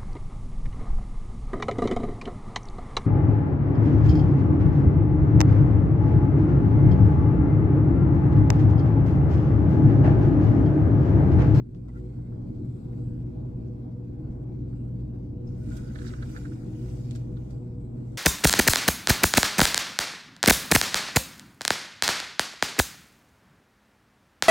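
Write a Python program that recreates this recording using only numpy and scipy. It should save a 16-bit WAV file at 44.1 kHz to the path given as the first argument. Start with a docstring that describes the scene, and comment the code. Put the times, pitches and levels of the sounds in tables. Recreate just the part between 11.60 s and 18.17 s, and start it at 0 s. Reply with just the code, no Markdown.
"""A night blizzard rumbles outside a window and booms in the resonances of the room.
A motor, probably a heating fan, hums under it, and air moans in a gap. Fabric stirs faintly, then
brushes past close by, with a creak, a run of light knocks on a panel and a few sharp ticks.
Far behind, gusts of snow sizzle over a thin hiss. Wind and fabric are filtered noise,
the fan is a few wavering tones, and each knock is a click that sets the panel ringing."""
import sys
import numpy as np
from scipy import signal
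from scipy.fft import rfft, irfft
from scipy.io import wavfile
from scipy.ndimage import uniform_filter1d

SR = 44100
rng = np.random.default_rng(int(sys.argv[2]) if len(sys.argv) > 2 else 0)


def inscribe(sig):
    """Save sig as 16-bit PCM at rate SR to the path in sys.argv[1].

    A 1-D sig is mono; a 2-D sig holds one channel per row.
    Samples are clipped to [-1, 1] before scaling.
    """
    pcm = np.round(np.clip(np.atleast_2d(sig).T, -1, 1) * 32767)
    wavfile.write(sys.argv[1], SR, pcm.astype(np.int16))


N = 289869
TIME, HZ = np.arange(N) / SR, np.fft.rfftfreq(N, 1 / SR)
# Table levels are in dB before each function's own gains. Balance is left minus right.

# The wind's tone. Each row: frequency in Hz, level in dB.
WIND_SPECTRUM = [(10, -83.5), (21, -78), (33, -64), (47, -68), (85, -61), (125, -66.5), (165, -63),
                 (205, -69), (275, -81), (385, -81), (455, -83.5), (790, -97), (930, -94), (1300, -103),
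                 (2000, -122), (4000, -150)]
# The room's resonances. Each row: pitch in Hz, rough width in Hz, level in dB, balance in dB,
# left-right phase in radians.
ROOM_MODES = [(37, 6.1, -61.5, -2, -0.38), (78.2, 3.2, -64, -2, -0.75), (102.5, 10.6, -57, 2, -0.13),
              (132.7, 8.3, -56.5, -2, 0), (184.9, 16.8, -62.5, 5, 0.13), (234.5, 28.5, -60.5, -2, -0.02),
              (288.7, 3.35, -57, 1.5, 0.39), (306.3, 18.4, -62, 2.5, -1.3), (354, 16, -71.5, 0.5, 0.38),
              (360, 36, -69, 3.5, 1.46), (425.7, 11, -80, -6.5, 4.1), (553.6, 47, -86, 2, 1.8),
              (628.8, 16, -81, 5, 0.94), (741, 31, -86.5, 5.5, 2), (787, 18, -86.5, 5.5, 1.95),
              (836.6, 26, -94.5, 12, 0.5)]
# The strength of the storm and of its higher roar. Each row: time in seconds, level in dB.
STORM_LEVEL = [(0, -46.5), (.3, -47), (.7, -41), (1.02, -39), (1.3, -41.5), (1.52, -39.5), (1.8, -40),
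               (2.25, -40.5), (2.43, -43.5), (2.62, -40), (3.3, -41), (4.1, -39), (5.1, -42), (5.7, -41.5),
               (6.15, -44), (6.35, -40), (6.57, -41)]
ROAR_LEVEL = [(0.1, -75), (.35, -64), (.5, -66.5), (.85, -64), (1.02, -69), (1.3, -60), (1.45, -66),
              (1.7, -64.5), (2.3, -64.5), (2.5, -66.5), (2.8, -62), (3.05, -67), (3.8, -65), (4.08, -63),
              (4.3, -64), (4.75, -62), (4.92, -65), (5.1, -64), (5.45, -61), (6.2, -63.5), (6.57, -62.5)]


def storm_rumble(split_hz=520):
    """Churning air shakes the room; a low rumble and a higher roar swell and waver separately."""
    spectrum = air_noise() * gain_of(along_spectrum(WIND_SPECTRUM))
    for hz, width, db, balance_db, phase in ROOM_MODES:
        push = rfft(rng.standard_normal(N)) * np.sqrt(SR / 2)
        mode = resonance(hz, width * np.sqrt(2)) ** 2
        spectrum += push * gain_of(db) * mode * pan(balance_db, phase)
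    low_share = 1 / (1 + (HZ / split_hz) ** 10)
    rumble = irfft(spectrum * low_share, N) * swelling(STORM_LEVEL, depth=.72)
    roar = irfft(spectrum * (1 - low_share), N) * swelling(ROAR_LEVEL, depth=.93)
    return rumble * flutter(db=.57, rate_hz=10) + roar * flutter(db=1.5, rate_hz=6)


# The room's booms. Each row: peak time in seconds, length in seconds, level in dB, pitch in Hz.
BOOMS = [(0.994, 0.12, -46, 307.4), (1.55, .18, -47, 308.6), (2.626, 0.17, -45, 309.8),
         (2.793, 0.18, -64.5, 627.4), (4.072, 0.091, -62, 625), (4.91, 0.088, -41.5, 311),
         (5.132, 0.22, -44, 313.3)]


def room_booms():
    """Stronger gusts make one resonance of the room ring for a moment."""
    return sum(singing_noise(hz, width=12, steadiness=.7) * gain_of(db) * bell(s, length)
               for s, length, db, hz in BOOMS)


# The fan's tones. Each row: pitch in Hz, level in dB, pitch wander in Hz, balance in dB,
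# left-right phase in radians.
FAN_TONES = [(120.17, -37.5, 0.089, 0.5, 0.04), (139, -49, 0.27, -0.5, 0.048), (250, -54.5, 0.3, -1.5, 1),
             (937, -82, 0.22, 0, 2.2)]
# The loudness of the hum. Each row: time in seconds, level in dB.
HUM_LEVEL = [(0, -29.5), (.1, -55), (.2, -37.5), (.33, -41.5), (.5, -36.5), (1.1, -34.5), (1.2, -47),
             (1.27, -33.5), (1.92, -38.5), (2.14, -32), (2.22, -42.5), (2.28, -35.5), (2.7, -38),
             (3.46, -33), (3.77, -37.5), (4.15, -36), (5.0, -37.5), (5.44, -33), (5.87, -36.5),
             (6.25, -34.5), (6.57, -37.5)]


def fan_hum(waver_db_per_hz=2.5):
    """The mains hum nearly holds its pitch, the turning parts wander more, and all flutter in level."""
    out = np.zeros((2, N))
    for hz, db, wander, balance_db, phase in FAN_TONES:
        turns = np.cumsum(hz + wander * drift(rate_hz=2)) / SR + rng.random()
        height = np.sqrt(2) * gain_of(db) * flutter(waver_db_per_hz * wander, rate_hz=1.3)
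        out += (height * np.exp(2j * np.pi * turns) * pan(balance_db, phase)).real
    return out * swelling(HUM_LEVEL, depth=1) * flutter(db=1.47, rate_hz=9)


# Dips in the throb. Each row: time of the low point in seconds, length in seconds, depth in dB.
LULLS = [(0, 0.29, 13), (1.115, 0.32, 6.5), (2.355, 0.43, 10), (3.852, 0.22, 10), (4.998, 0.44, 7),
         (6.43, 0.93, 3.5)]


def shaft_throb(shaft_hz=56.9, wander_hz=.69, level_db=-42):
    """The fan's shaft makes a deep, wavering tone that now and then sinks into a lull."""
    turns = np.cumsum(shaft_hz + wander_hz * drift(rate_hz=2.7)) / SR + rng.random()
    waver = unit_rms(1 + .36 * drift(rate_hz=4))
    lull_db = sum(depth_db * bell(s, length) for s, length, depth_db in LULLS)
    return np.sqrt(2) * np.sin(2 * np.pi * turns) * gain_of(level_db - lull_db) * waver


# The gap's upper and lower note. Each row: pitch in Hz, rough width in Hz.
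GAP_NOTES = [(484, 16.8), (364.3, 4.9)]
# The moan's swells. Each row: peak time in seconds, length in seconds, upper and lower level in dB.
MOANS = [(.44, 0.11, -55.5, -45.5), (1.4, 0.26, -57, -52), (2.1, 0.32, -57, -56.5), (2.4, 0.28, -57, -55),
         (2.9, 0.11, -65.5, -48), (3.82, 0.11, -52, -49.5), (4.42, 0.18, -58, -46.5),
         (4.92, 0.28, -58, -62), (5.3, 0.27, -56, -43.5), (5.72, 0.099, -52, -49.5),
         (6.1, 0.21, -53, -45.5)]


def gap_moan(base_db=-61.5, swell_db=-4.5):
    """Air in a gap sings a note that follows the storm; in each swell it grows and a lower one joins."""
    upper, lower = (singing_noise(hz, width, steadiness=.35) for hz, width in GAP_NOTES)
    steady = upper * gain_of(base_db) * swelling(STORM_LEVEL, depth=.95)
    surges = upper * swells(MOANS) + lower * swells(MOANS, column=3)
    return steady + gain_of(swell_db) * surges


# The resonances of a light panel. 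Each row: pitch in Hz, rough width in Hz, level in dB.
PANEL_MODES = [(1392, 480, -1), (1590, 350, 1), (2020, 430, -10), (3230, 370, -27), (3720, 370, -19.5),
               (4750, 260, -24)]


def panel_response():
    """The panel rings briefly at several pitches, added with alternating signs."""
    return sum((-1) ** k * gain_of(db) * resonance(hz, width) ** 2
               for k, (hz, width, db) in enumerate(PANEL_MODES))


# Knocks on the panel. Each row: time in seconds, ring level in dB, pitch multiplier,
# rattle level in dB, scrape level in dB, balance in dB.
KNOCKS = [(0.148, -60, 0.83, -12, -87, -5), (0.287, -59, 0.68, 0, -80, -7), (.725, -57, 0.93, -5, -82, 0),
          (1.333, -58, 1.2, -9, -80, 7), (3.132, -52.5, 0.92, -11, -79, -4),
          (4.119, -47, 1.3, -14, -62, -4), (4.3591, -34.5, 1.09, -14, -55.5, -7.5),
          (4.39, -41, 1.06, -9, -55.5, -9), (4.4174, -38.5, 1.02, -25, -64, -13.5),
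          (4.4675, -37.5, 1.08, -20, -54.5, -9), (4.493, -42, .96, -15, -55, -3),
          (4.507, -46, 1.4, -8, -66, -2), (4.537, -35.5, 0.94, -17, -64, -11.5),
          (4.6283, -35.5, 1.01, -7, -55.5, -5.5), (4.751, -43, 0.93, -9, -74, -8),
          (4.764, -33, 1.06, -18, -66, -11.5), (4.772, -40.5, 1, -5, -55.5, -1),
          (4.8548, -37.5, 1.03, -10.5, -78, -9), (4.92, -49, 0.96, -10, -79, -12),
          (5.556, -54, 1.02, 1, -73, 5), (5.772, -52, 0.91, -6, -60.5, -2)]


def panel_knocks(level_db=-2, chatter_db=-35):
    """Each blow rattles and scrapes the panel, ringing it at a pitch set by where it lands."""
    out = np.zeros((2, N))
    ring = irfft(panel_response() * pan(0, phase=2.04), N)[:, :1024]
    ring /= abs(ring).max()
    ring_age = TIME[:ring.shape[1]]
    for s, ring_db, pitch, rattle_db, scrape_db, balance_db in KNOCKS:
        span, age, envelope = contact(s, rise=.005, decay=.005)
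        chatter = gain_of(chatter_db) * envelope * rng.standard_normal((2, len(age)))
        force = chatter + gain_of(rattle_db) * rattle(age)
        force[:, np.argmin(abs(age))] += 1  # the blow itself
        tuned = np.array([np.interp(ring_age * pitch, ring_age, side) for side in ring])
        body = gain_of(ring_db) * signal.fftconvolve(force, tuned, axes=1)[:, :len(age)]
        slips = gain_of(scrape_db) * scrape(envelope, hz=3770, width=1300)
        out[:, span] += gain_of(level_db) * (body + slips) * pan(balance_db).real
    return out


def rattle(age, gap_s=.0036, fall_db=4.5):
    """The loose panel taps once just before the blow, then five times after it, fading away."""
    out = np.zeros(len(age))
    for k in (-1, 1, 2, 3, 4, 5):
        at = gap_s * (k + rng.uniform(-.25, .25))
        out[np.argmin(abs(age - at))] += rng.choice([-1, 1]) * gain_of(-fall_db * (abs(k) - 2.5))
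    return out


# Ticks and scrapes. Each row: time in seconds, level in dB, pitch in Hz, rough width in Hz,
# rise in seconds, decay in seconds, balance in dB.
SNAGS = [(.148, -58.5, 2000, 4000, 0.00064, .0018, -4), (0.159, -72.5, 3500, 6000, .008, .016, 5),
         (.285, -69, 3230, 7100, 0.0035, 0.013, 0), (1.091, -71, 3000, 6000, .0006, .005, 0),
         (2.083, -81.5, 5860, 2510, .015, 0.019, 16), (3.885, -71, 5300, 1500, 0.0088, 0.033, 8),
         (4.171, -55, 5230, 9500, 0.0045, 0.0074, -17), (4.4285, -59, 7000, 5000, .0004, .0015, -5),
         (4.479, -52, 4630, 3020, .013, 0.01, -12), (4.778, -59, 7340, 1500, 0.0056, 0.01, 4),
         (5.5104, -41.5, 3770, 3800, 0.00015, 0.001, 4), (5.5107, -51, 7600, 1300, 0.00023, 0.0009, 9),
         (5.5167, -50, 4600, 4000, .0003, .001, 5), (5.551, -51.5, 4200, 4500, 0.0013, 0.0067, -5),
         (5.5585, -51.5, 5200, 6000, 0.00087, 0.0067, -7), (5.56, -52, 7600, 700, .001, 0.0032, 2),
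         (5.909, -61.5, 5200, 7000, .004, 0.0079, -6), (6.521, -64, 5000, 6000, .0004, .002, 3)]


def fabric_snags(level_db=-2):
    """The fabric catches and lets go: a burst of slips with no blow behind it."""
    out = np.zeros((2, N))
    for s, db, hz, width, rise, decay, balance_db in SNAGS:
        span, _, envelope = contact(s, rise, decay)
        out[:, span] += gain_of(level_db + db) * scrape(envelope, hz, width) * pan(balance_db).real
    return out


# The tone of sliding fabric. Each row: frequency in Hz, level in dB.
FABRIC_SPECTRUM = [(500, -24), (1100, -1), (1800, 0), (2400, 0.5), (3250, -4), (3900, -1), (4300, -2),
                   (4700, 1), (5200, 1), (5850, -1.5), (6350, 1), (6900, 0), (7700, 3), (8800, -4),
                   (10500, -9), (16000, -14)]
# One long brush. Each row: time in seconds, fizz level in dB, rub level in dB.
BRUSH = [(3.78, -100, -102), (3.88, -76.5, -84), (4.0, -70.5, -75), (4.15, -60, -66), (4.3, -66, -64),
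         (4.46, -58, -56.5), (4.58, -64.5, -61.5), (4.75, -59.5, -62.5), (5.02, -69, -72), (5.29, -63, -72),
         (5.57, -66.5, -85), (5.68, -75, -90), (5.92, -71, -87), (6.15, -96, -96)]
# Faint stirs. Each row: peak time in seconds, length in seconds, fizz level in dB, rub level in dB.
STIRS = [(.38, 0.069, -75.5, -84), (.63, 0.33, -100, -77), (1.53, 0.11, -90, -73), (2.7, 0.52, -104, -78.5),
         (3.55, 0.095, -104, -79), (6.52, 0.14, -76, -82.5)]


def fabric_brush(fizz_db=1.5, rub_db=-1, snaps_db=-5.5, echo_s=.0021, echo_share=.35):
    """Fibres catch and slip: a bright fizz with small snaps, and a duller, clumpy rub on the panel."""
    slips = rng.standard_normal((2, N)) * unit_rms(flutter(db=.5, rate_hz=2700))
    clumps = unit_rms(flutter(db=3, rate_hz=51))
    fibres = filtered(shimmer(slips, depth_db=3.7), gain_of(along_spectrum(FABRIC_SPECTRUM)))
    fibres += gain_of(snaps_db) * fibre_snaps()
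    echo = 1 + echo_share * np.exp(-2j * np.pi * HZ * echo_s)  # off a nearby surface
    fizz = unit_rms(filtered(fibres, echo)) * pan(balance_db=-1).real
    rub = filtered(slips * clumps, panel_response()) * pan(balance_db=-5).real
    speed = gain_of(along_time(BRUSH)) + swells(STIRS)
    pressure = gain_of(along_time(BRUSH, column=2)) + swells(STIRS, column=3)
    return fizz * gain_of(fizz_db) * speed + rub * gain_of(rub_db) * pressure


def fibre_snaps(per_second=260, spread_db=4, pitches=8):
    """Single fibres snap at random, each ringing briefly at one of several pitches."""
    out, age = np.zeros((2, N)), TIME[:256]
    for hz in np.geomspace(2200, 8500, pitches):
        sizes = gain_of(spread_db * np.minimum(rng.exponential(1, (2, N)), 3))
        snapped = rng.random((2, N)) < per_second / pitches / SR
        ping = np.sin(2 * np.pi * hz * age) * np.exp(-hz * age / 2)
        out += signal.oaconvolve(sizes * snapped, ping[None], axes=1)[:, :N]
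    return unit_rms(out)


# The fabric's creaks. Each row: peak time in seconds, length in seconds, level in dB.
CREAKS = [(4.02, .06, -72), (4.125, 0.024, -53), (4.18, 0.059, -58), (4.265, 0.052, -64)]


def fabric_creak():
    """Quick slips keep the panel ringing at one pitch."""
    ringing = np.array([singing_noise(hz=1464, width=80, steadiness=.3) for _ in range(2)])
    return ringing * swells(CREAKS) * pan(balance_db=-6).real


# Faint squeaks. Each row: peak time in seconds, length in seconds, level in dB, pitch in Hz.
SQUEAKS = [(0.291, .025, -69, 1365), (0.296, .022, -68.5, 1980), (0.366, 0.033, -58.5, 1375),
           (0.38, 0.028, -66.5, 1930), (0.514, .05, -78, 2120), (.66, .05, -77, 2090),
           (3.878, 0.013, -65, 5350)]


def fabric_squeaks():
    """The fabric slips regularly for a moment, at one pitch."""
    out = np.zeros((2, N))
    for s, length, db, hz in SQUEAKS:
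        span = slice(round((s - .1) * SR), round((s + .1) * SR))
        slips = scrape(np.ones(span.stop - span.start), hz, width=.089 * hz)
        out[:, span] += gain_of(db) * steadied(slips, steadiness=.4) * bell(s, length)[span]
    return out * pan(balance_db=-2).real


# The tone of the hiss. Each row: frequency in Hz, level in dB.
HISS_SPECTRUM = [(400, -24.5), (1000, -4.5), (1450, 8), (1780, -3.5), (2150, 2), (3000, -5.5), (4500, -5),
                 (6600, -11), (7800, -10), (8400, -14), (10400, -18.5), (12500, -15), (16000, -18)]
# The loudness of the hiss. Each row: time in seconds, level in dB.
HISS_LEVEL = [(0, -80), (.4, -74.5), (1.15, -72.5), (1.6, -72.5), (2.15, -75.5), (2.7, -74), (3.3, -74.5),
              (3.9, -75), (6.57, -73.5)]
# Gusts of blown snow. Each row: peak time in seconds, length in seconds, level in dB.
GUSTS = [(.5, 0.67, -87.5), (1.16, 0.2, -80), (1.46, 0.16, -78.5), (3.19, 0.16, -84), (5.99, 0.17, -81.5),
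         (6.23, 0.12, -79.5), (6.54, 0.39, -81)]


def snow_hiss(calm_db=-97):
    """A thin, restless hiss, with blown snow sizzling on top in the gusts."""
    noise = irfft(air_noise() * gain_of(along_spectrum(HISS_SPECTRUM)), N)
    hiss = shimmer(noise, depth_db=2.7) * gain_of(along_time(HISS_LEVEL))
    sizzle = filtered(rng.standard_normal((2, N)), resonance(hz=7850, width=1300) ** 2)
    sizzle *= gain_of(calm_db) + swells(GUSTS)
    return (hiss + sizzle) * pan(balance_db=3).real * flutter(db=1.06, rate_hz=30)


# How alike left and right are. Each row: frequency in Hz, likeness from -1 (opposite) to 1 (same).
STEREO_LIKENESS = [(60, 1), (130, 0.96), (290, 0.88), (640, 0.16), (1400, -0.42), (3000, 0.072),
                   (15000, 0.15)]


def air_noise():
    """Spectra of left and right white noise, alike in the bass and mostly unrelated in the treble."""
    mid, side = rfft(rng.standard_normal((2, N))) * np.sqrt(SR / 2)
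    likeness = np.clip(along_spectrum(STEREO_LIKENESS), -1, 1)
    mid *= np.sqrt((1 + likeness) / 2)
    side *= np.sqrt((1 - likeness) / 2)
    return np.array([mid + side, mid - side])


def contact(s, rise, decay, tail_db=-24, tail_s=.098):
    """One short touch: its samples, their age, and a loudness curve with a quick peak and faint tail."""
    span = slice(round((s - .03) * SR), round((s + .12) * SR))
    age = TIME[span] - s
    after = np.maximum(age, 0)
    fade = np.exp(-after / decay) + gain_of(tail_db) * np.exp(-after / tail_s)
    return span, age, np.exp(np.minimum(age, 0) / rise) * fade


def scrape(envelope, hz, width):
    """Many tiny slips: one band of noise under a loudness curve."""
    b, a = signal.iirpeak(hz, hz / min(width, SR / 3), fs=SR)
    slips = rng.standard_normal((2, len(envelope)))
    return envelope * unit_rms(signal.lfilter(b, a, signal.lfilter(b, a, slips)))


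def singing_noise(hz, width, steadiness):
    """Noise held in one narrow resonance, heard as a wavering note."""
    return steadied(filtered(rng.standard_normal(N), resonance(hz, width) ** 2), steadiness)


def steadied(x, steadiness):
    """Evens out the loudness of x: 0 not at all, 1 fully."""
    loudness = abs(signal.hilbert(x))
    return unit_rms(x / (loudness + 1e-6) ** steadiness)


def shimmer(x, depth_db):
    """Narrow patches of the spectrum swell and fade within about a tenth of a second."""
    frames = signal.stft(x, nperseg=1024, noverlap=768)[2]
    patches = uniform_filter1d(rng.standard_normal(frames.shape[1:]), size=6, axis=0)  # over pitch
    patches = unit_rms(uniform_filter1d(patches, size=16, axis=1))  # over time
    frames *= gain_of(depth_db * patches)
    return unit_rms(signal.istft(frames, nperseg=1024, noverlap=768)[1][:, :N])


def resonance(hz, width):
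    """A filter that passes a band `width` Hz wide around hz."""
    return 1j * HZ * width / (hz ** 2 - HZ ** 2 + 1j * HZ * width)


def filtered(x, response):
    """Filters x, scaled so that white noise keeps its power."""
    return irfft(rfft(x) * response / np.sqrt(np.mean(abs(response) ** 2)), N)


def drift(rate_hz):
    """A smooth random curve of typical size 1."""
    return unit_rms(irfft(rfft(rng.standard_normal(N)) * np.exp(-(HZ / rate_hz) ** 2) * (HZ > 0), N))


def flutter(db, rate_hz):
    """A gain that wavers at random by about db."""
    return gain_of(db * drift(rate_hz))


def bell(s, length):
    """A bump of height 1 at time s, `length` seconds wide at half height."""
    return .5 ** ((2 * (TIME - s) / length) ** 2)


def swells(rows, column=2):
    """A gain with one bump for each row, its dB taken from one column."""
    return sum(gain_of(row[column]) * bell(row[0], row[1]) for row in rows)


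def swelling(rows, depth):
    """A gain that follows a level curve around its middle value; depth scales the swings."""
    db = along_time(rows)
    return gain_of(depth * (db - np.median(db)))


def along_time(rows, column=1):
    """A table's value at every sample."""
    rows = np.asarray(rows)
    return np.interp(TIME, rows[:, 0], rows[:, column])


def along_spectrum(rows):
    """A table's value at every frequency."""
    hz, value = np.transpose(rows)
    return np.interp(np.log(HZ + 1), np.log(hz + 1), value)


def pan(balance_db, phase=0):
    """Left and right gains that differ by a level and a phase."""
    side = np.array([[.5], [-.5]])
    return gain_of(side * balance_db) * np.exp(1j * side * phase)


def gain_of(db):
    """Turns dB into a multiplier."""
    return 10 ** (np.asarray(db) / 20)


def unit_rms(x):
    """Scales x to an average power of 1."""
    return x / np.sqrt(np.mean(x ** 2) + 1e-20)


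def scene():
    """The storm and the fan, with the fabric and its knocks close by."""
    room = storm_rumble() + room_booms() + gap_moan() + fan_hum() + shaft_throb() + snow_hiss()
    return room + fabric_brush() + fabric_creak() + fabric_squeaks() + panel_knocks() + fabric_snags()


def record(dry):
    """Cuts the treble steeply above 15750 Hz."""
    lowpass = signal.firwin(2001, 15750, window=("kaiser", 9), fs=SR)
    return signal.oaconvolve(dry, lowpass[None], "same", axes=1)


dry = scene()
out = record(dry)
inscribe(out)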